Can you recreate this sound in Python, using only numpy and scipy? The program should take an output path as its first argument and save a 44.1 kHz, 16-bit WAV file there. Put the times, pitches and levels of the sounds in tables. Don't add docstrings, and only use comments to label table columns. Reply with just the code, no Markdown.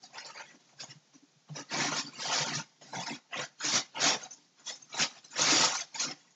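import sys
import numpy as np
from scipy import signal
from scipy.fft import rfft, irfft
from scipy.io import wavfile
from scipy.ndimage import uniform_filter1d

SR = 44100
rng = np.random.default_rng(int(sys.argv[2]) if len(sys.argv) > 2 else 0)


def amplitude_ratio(level_db):
    exponent = np.asarray(level_db, float) / 20
    return 10 ** exponent


def materialize(psi):
    bounded = np.clip(np.atleast_2d(psi).T, -1, 1)
    quanta = np.round(bounded * 32767).astype(np.int16)
    wavfile.write(sys.argv[1], SR, quanta)


N = 280035

# (frequency [Hz], relative density [dB per Hz])
HUM_SPECTRUM = [(53, -58.5), (90, -26), (140, 8.5), (291, 2.5), (469, -2.5), (890, -0.5), (976, -4.5),
                (2720, -5.5), (5990, -1.5), (7200, -3), (9360, -20), (15800, -120)]
# (time [s], dry peak level [dB], resonance [Hz])
PAW_BUMPS = [(0.034, -56.5, 307), (0.55, -55, 352), (0.744, -55.5, 148), (0.801, -54, 148),
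             (0.874, -46.5, 156), (0.94, -50, 155.6), (1.148, -52, 259), (1.22, -49.5, 309),
             (1.348, -54, 151.5), (1.491, -38, 153), (1.591, -42.5, 275), (1.778, -30, 288),
             (1.969, -42, 260), (2.391, -35, 153), (2.55, -32, 151), (2.813, -46, 307), (2.956, -34.5, 184),
             (3.102, -32.5, 290), (3.373, -39.5, 143), (3.639, -38, 320), (3.732, -33, 168),
             (4.051, -35.5, 312), (4.149, -35, 416), (4.992, -36, 274), (5.12, -53, 291), (5.513, -25, 320),
             (5.587, -41, 238), (5.669, -43.5, 260), (6.057, -37, 280)]
# (time of full force [s], hold [s], film crackle level [dB], mid body re crackle [dB], cloth drag re crackle [dB])
TOY_PRESSES = [(0.033, 0.026, -51.5, -8, -8.5), (0.151, 0.072, -51, 4.5, -14.5),
               (0.249, 0.056, -49.5, 1.5, -20), (0.353, 0.069, -52.5, 4.5, -12.5),
               (0.432, 0.07, -56, -1, -7.5), (0.51, 0.045, -58, 2.5, -3), (0.599, 0.13, -65.5, -4.5, -8.5),
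               (0.806, 0.037, -45, -6, -19), (0.894, 0.021, -49.5, -1.5, -8.5),
               (1.148, 0.011, -59, -6.5, -0.5), (1.496, 0.0035, -65.5, 10.5, 7.5),
               (1.567, 0.022, -45.5, -1, -4.5), (1.599, 0.012, -44.5, -4.5, -13),
               (1.728, 0.092, -36.5, -0.5, -7), (1.789, 0.099, -33.5, -2.5, -11),
               (1.928, 0.046, -37, 0.5, -18), (1.969, 0.025, -31, -4.5, -13), (2.028, 0.058, -46, -6, -5.5),
               (2.135, 0.13, -48.5, -0.5, -6.5), (2.201, 0.11, -36, -3.5, -15),
               (2.328, 0.099, -31, -2, -20), (2.465, 0.14, -36, -3, -11), (2.821, 0.12, -48.5, -5, -7.5),
               (2.95, 0.086, -39.5, -3.5, -13.5), (3.067, 0.086, -42.5, 0.5, -10),
               (3.337, 0.067, -47, 9, -6.5), (3.38, 0.066, -39.5, -1.5, -21.5),
               (3.615, 0.016, -40, -6, -13), (3.649, 0.1, -30.5, -4.5, -20), (3.731, 0.053, -28, -5, -18),
               (3.964, 0.05, -45.5, 7.5, -9.5), (4.021, 0.083, -25, -3.5, -19),
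               (4.11, 0.038, -31.5, -1.5, -15), (4.198, 0.054, -43.5, -1.5, -10.5),
               (4.348, 0.1, -55.5, -7.5, -8), (4.597, 0.015, -49.5, -1, -9), (4.68, 0.025, -34, -10, -30.5),
               (4.754, 0.008, -44.5, -10, -22.5), (4.8, 0.1, -56, -5.5, -7), (4.933, 0.048, -40.5, -2, -19),
               (4.997, 0.038, -26, -3.5, -20), (5.108, 0.075, -52.5, 0.6, -17.5),
               (5.242, 0.08, -52, -12.5, -11.5), (5.336, 0.045, -44.5, -1.5, -11),
               (5.393, 0.08, -26, -4.5, -19), (5.487, 0.17, -23, -4.5, -23.5),
               (5.682, 0.074, -30, -4.5, -30), (5.758, 0.056, -33, -5, -38), (5.962, 0.0024, -33, -6, -20),
               (5.999, 0.05, -30, -5.5, -21.5), (6.056, 0.061, -39, -2.8, -9.5),
               (6.178, 0.12, -59, -4.5, -18.5)]
# (time [s], bright level before a common trim [dB], bright facet [Hz], dull facet [Hz],
# dull re bright level [dB])
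FILM_SNAPS = [(0.033, -38.5, 4680, 1700, -11.5), (0.1, -48.5, 4950, 856, 4.5), (0.129, -42, 6870, 837, 1),
              (0.152, -40, 3320, 815, 0.2), (0.179, -30.5, 5230, 1920, -2.5),
              (0.246, -32.5, 4500, 760, -7.5), (0.344, -40.5, 6680, 1780, -7.5),
              (0.375, -46, 6440, 1305, 7.5), (0.69, -48.5, 2310, 1190, -1.5), (0.724, -56, 5000, 713, 11),
              (0.798, -31, 4980, 2440, -5.5), (0.83, -46, 3660, 845, 11.5),
              (1.139, -40.5, 5940, 880, -25.5), (1.485, -48, 4050, 825, 11), (1.553, -36, 6000, 824, -1),
              (1.687, -38.5, 4400, 2070, -13.5), (1.735, -33.5, 5450, 884, 8),
              (1.8, -24.5, 5470, 1700, -1.5), (1.916, -24, 6170, 860, 2), (1.98, -20.5, 5420, 1670, -15.5),
              (2.184, -38, 4180, 536, 3.5), (2.295, -26.5, 2960, 820, 2.5), (2.36, -23, 5200, 2140, -9.5),
              (2.55, -26.5, 5100, 1514, -25.5), (2.811, -39, 3080, 676, 4.5),
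              (2.931, -34.5, 5270, 685, 1.5), (2.998, -31, 6500, 874, -1), (3.064, -25, 5230, 1850, -9.5),
              (3.325, -44.5, 3140, 1010, 7), (3.603, -35, 3630, 1580, 4), (3.648, -19.5, 6920, 2280, -13.5),
              (3.753, -15.5, 5910, 2070, -9.5), (3.942, -51, 3290, 1033, 8), (4.305, -26.5, 6150, 880, -30),
              (4.33, -31, 6820, 870, -25.5), (4.642, -36, 5800, 1620, -26.5),
              (4.666, -24.5, 5800, 956, -15.5), (4.7, -38.5, 3530, 911, 6.5),
              (4.753, -33.5, 6190, 2120, -16.5), (4.893, -37, 5890, 887, -17),
              (4.941, -34.5, 6260, 720, 4.5), (5.02, -18.5, 5100, 3200, -4.5),
              (5.176, -37, 3500, 1755, -15.5), (5.243, -35, 6040, 1653, -11.5),
              (5.304, -38.5, 6390, 1750, -10.5), (5.356, -30.5, 3160, 1760, 2.5),
              (5.412, -16.5, 6550, 2800, -13.5), (5.504, -25, 5300, 2700, 1), (5.904, -45, 6200, 2130, -11),
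              (5.943, -27.5, 6760, 2320, -2.5), (5.998, -19, 6440, 2570, -7),
              (6.038, -22, 5740, 1114, -7.5), (6.304, -39.5, 6700, 655, -17.5)]
# (frequency [Hz], relative density [dB per Hz])
CRACK_SPECTRUM = [(290, -34), (500, -4), (1010, 1), (1080, -2.5), (2150, -3.5), (2680, -4.5), (4030, -5.5),
                  (5020, -2.5), (6900, -3.5), (8970, -33), (15200, -120)]


def rms_one(x):
    return x / np.sqrt(np.mean(x ** 2) + 1e-20)


def at_hz(points, hz):
    point_hz, point_db = np.array(points).T
    return np.interp(np.log(hz), np.log(point_hz), point_db)


def drift(rate_hz):
    step = 40
    pole = np.exp(-2 * np.pi * rate_hz * step / SR)
    noise = rng.standard_normal(N // step + 2002)
    slow = signal.lfilter([1], [1, -2 * pole, pole * pole], noise)[2000:]
    return np.interp(np.arange(N) / step, np.arange(len(slow)), rms_one(slow))


def ring(clicks, hz, t60_s):
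    radius = amplitude_ratio(-60 / (t60_s * SR))
    angle = 2 * np.pi * hz / SR
    feedback = [1, -2 * radius * np.cos(angle), radius * radius]
    return signal.lfilter([0, np.sin(angle)], feedback, clicks + 1e-18)


def hum():
    level_db, waver_db = -52.5, 0.8
    hz = np.fft.rfftfreq(N, 1 / SR) + 1
    colour = amplitude_ratio(at_hz(HUM_SPECTRUM, np.minimum(hz, 7000)))
    tone = rms_one(irfft(rfft(rng.standard_normal(N)) * colour, N))
    return amplitude_ratio(level_db + waver_db * drift(1)) * tone


def room(x):
    t60_s, wall_cut_hz, first_s = 0.25, 6800, 0.004
    t = np.arange(SR // 2) / SR
    tail = rng.standard_normal(len(t)) * amplitude_ratio(-60 * t / t60_s) * (t > first_s)
    tail = signal.lfilter(*signal.butter(1, wall_cut_hz, fs=SR), tail)
    tail = tail / np.sqrt(np.sum(tail ** 2))
    return signal.fftconvolve(x, tail)[:N]


def bumps():
    rise_s, fall_s, width_hz = 0.007, 0.011, 34
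    length = 6000
    out, t = np.zeros(N + length), np.arange(length) / SR
    shape = (1 - np.exp(-t / rise_s)) * np.exp(-t / fall_s)
    for s, peak_db, hz in PAW_BUMPS:
        puff = rng.standard_normal(length) * shape
        thud = ring(puff, hz, 2 / width_hz)
        at = round(s * SR)
        out[at:at + length] += amplitude_ratio(peak_db) * thud / np.abs(thud).max()
    return out[:N]


def force():
    rise_db_per_s, fall_db_per_s = 548.5, 455.5
    settle_db, settle_db_per_s = -20, 64.5
    t = np.arange(N // 40 + 1) * 40 / SR
    power = np.full((3, len(t)), 1e-12)
    for s, held_s, crackle_db, body_db, drag_db in TOY_PRESSES:
        after = np.maximum(t - s - held_s, 0)
        rise = rise_db_per_s * (t - s)
        fall = np.maximum(-fall_db_per_s * after, settle_db - settle_db_per_s * after)
        shape_db = np.minimum(rise, fall)
        parts_db = crackle_db + np.array([[0], [body_db], [drag_db]])
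        power += amplitude_ratio(2 * (parts_db + shape_db))
    return [np.interp(np.arange(N) / SR, t, 10 * np.log10(p)) for p in power]


def cloth(drag_db):
    low_hz, high_hz, lump_db = 130, 370.4, 1.5
    band = signal.butter(4, [low_hz, high_hz], "band", fs=SR, output="sos")
    rub = rms_one(signal.sosfilt(band, rng.standard_normal(N)))
    return amplitude_ratio(drag_db + lump_db * drift(11)) * rub


def snaps():
    spray_s, rise_s, width_hz, trim_db = 0.018, 0.0024, 300, -9.0
    length = 4000
    out, t = np.zeros(N + length), np.arange(length) / SR
    shape = (1 - np.exp(-t / rise_s)) * np.exp(-t / spray_s)
    for s, bright_db, bright_hz, dull_hz, dull_db in FILM_SNAPS:
        bright = rms_one(ring(rng.standard_normal(length), bright_hz, 2 / width_hz))
        dull = rms_one(ring(rng.standard_normal(length), dull_hz, 2 / width_hz))
        at = round(s * SR)
        out[at:at + length] += amplitude_ratio(bright_db + trim_db) * (bright + amplitude_ratio(dull_db) * dull) * shape
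    return out[:N]


def film(crackle_db, body_db):
    cracks_per_s, clump_db, size_spread_db = 6500, 1.5, 1.1
    ring_t60_s, split_hz = 0.03, 3200
    patchy_db, full_db, patch_rate_hz = 5.2, -22.0, 13.5
    uneven_db = patchy_db * np.clip((full_db - crackle_db) / 20, 0.3, 1)
    sizes = amplitude_ratio(size_spread_db * np.minimum(rng.exponential(1, N), 5)) * rng.choice([-1, 1], N)
    born = rng.random(N) < cracks_per_s * amplitude_ratio(clump_db * drift(40)) / SR
    facet_hz = np.linspace(560, 8100, num=44)
    dealt = rng.integers(0, len(facet_hz), N)
    high, mid = 0, 0
    for k, hz in enumerate(facet_hz):
        facet = rms_one(ring(sizes * born * (dealt == k), hz, ring_t60_s))
        colour_db = at_hz(CRACK_SPECTRUM, min(hz, 6900))
        facet = facet * amplitude_ratio(colour_db + uneven_db * drift(patch_rate_hz))
        if hz > split_hz:
            high = high + facet
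        else:
            mid = mid + facet
    return amplitude_ratio(crackle_db) * rms_one(high) + amplitude_ratio(body_db) * rms_one(mid)


def scene():
    room_db = -11
    crackle_db, body_db, drag_db = force()
    toy = bumps() + cloth(drag_db) + snaps() + film(crackle_db, body_db)
    mix = hum() + amplitude_ratio(room_db) * room(toy) + toy
    return np.tile(mix, (2, 1))


def suppress(x):
    size, hop = 704, 176
    oversubtract, memory, follow, follow_s = 3, 0.58, 0.17, 0.6
    depth_db, ease_db, wake_db, ease_span_db = -11.5, 3.5, -6, 0.5
    frames = signal.stft(x, nperseg=size, noverlap=size - hop)[2]
    power = uniform_filter1d(np.abs(frames) ** 2, size=3, axis=0)
    power = signal.lfilter([1 - memory], [1, -memory], power, axis=1)
    power = np.roll(power, -1, axis=1)
    steady = uniform_filter1d(np.percentile(power, 15, axis=1), size=3)[:, None]
    slow = np.exp(-hop / SR / follow_s)
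    broad = uniform_filter1d(power, size=15, axis=0)
    lasting = signal.lfilter([1 - slow], [1, -slow], broad, axis=1)
    noise = oversubtract * steady + follow * lasting
    rise_db = 10 * np.log10(np.mean(power[8:112] / noise[8:112], axis=0))
    eased_db = ease_db * np.tanh(np.maximum(rise_db - wake_db, 0) / ease_span_db)
    floor = amplitude_ratio(depth_db + eased_db)
    gain = np.maximum(1 - noise / (power + 1e-20), floor)
    return signal.istft(frames * gain, nperseg=size, noverlap=size - hop)[1][:N]


def top_cut(x):
    return signal.sosfilt(signal.butter(12, 8300, fs=SR, output="sos"), x)


def record(dry):
    low_cut_hz, high_cut_hz = 115, 7063
    x = suppress(dry[0])
    x = signal.sosfilt(signal.butter(8, low_cut_hz, "high", fs=SR, output="sos"), x)
    x = signal.sosfilt(signal.butter(20, high_cut_hz, fs=SR, output="sos"), x)
    mix = np.tile(x, (2, 1))
    return top_cut(mix)


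dry = scene()
out = record(dry)
materialize(out)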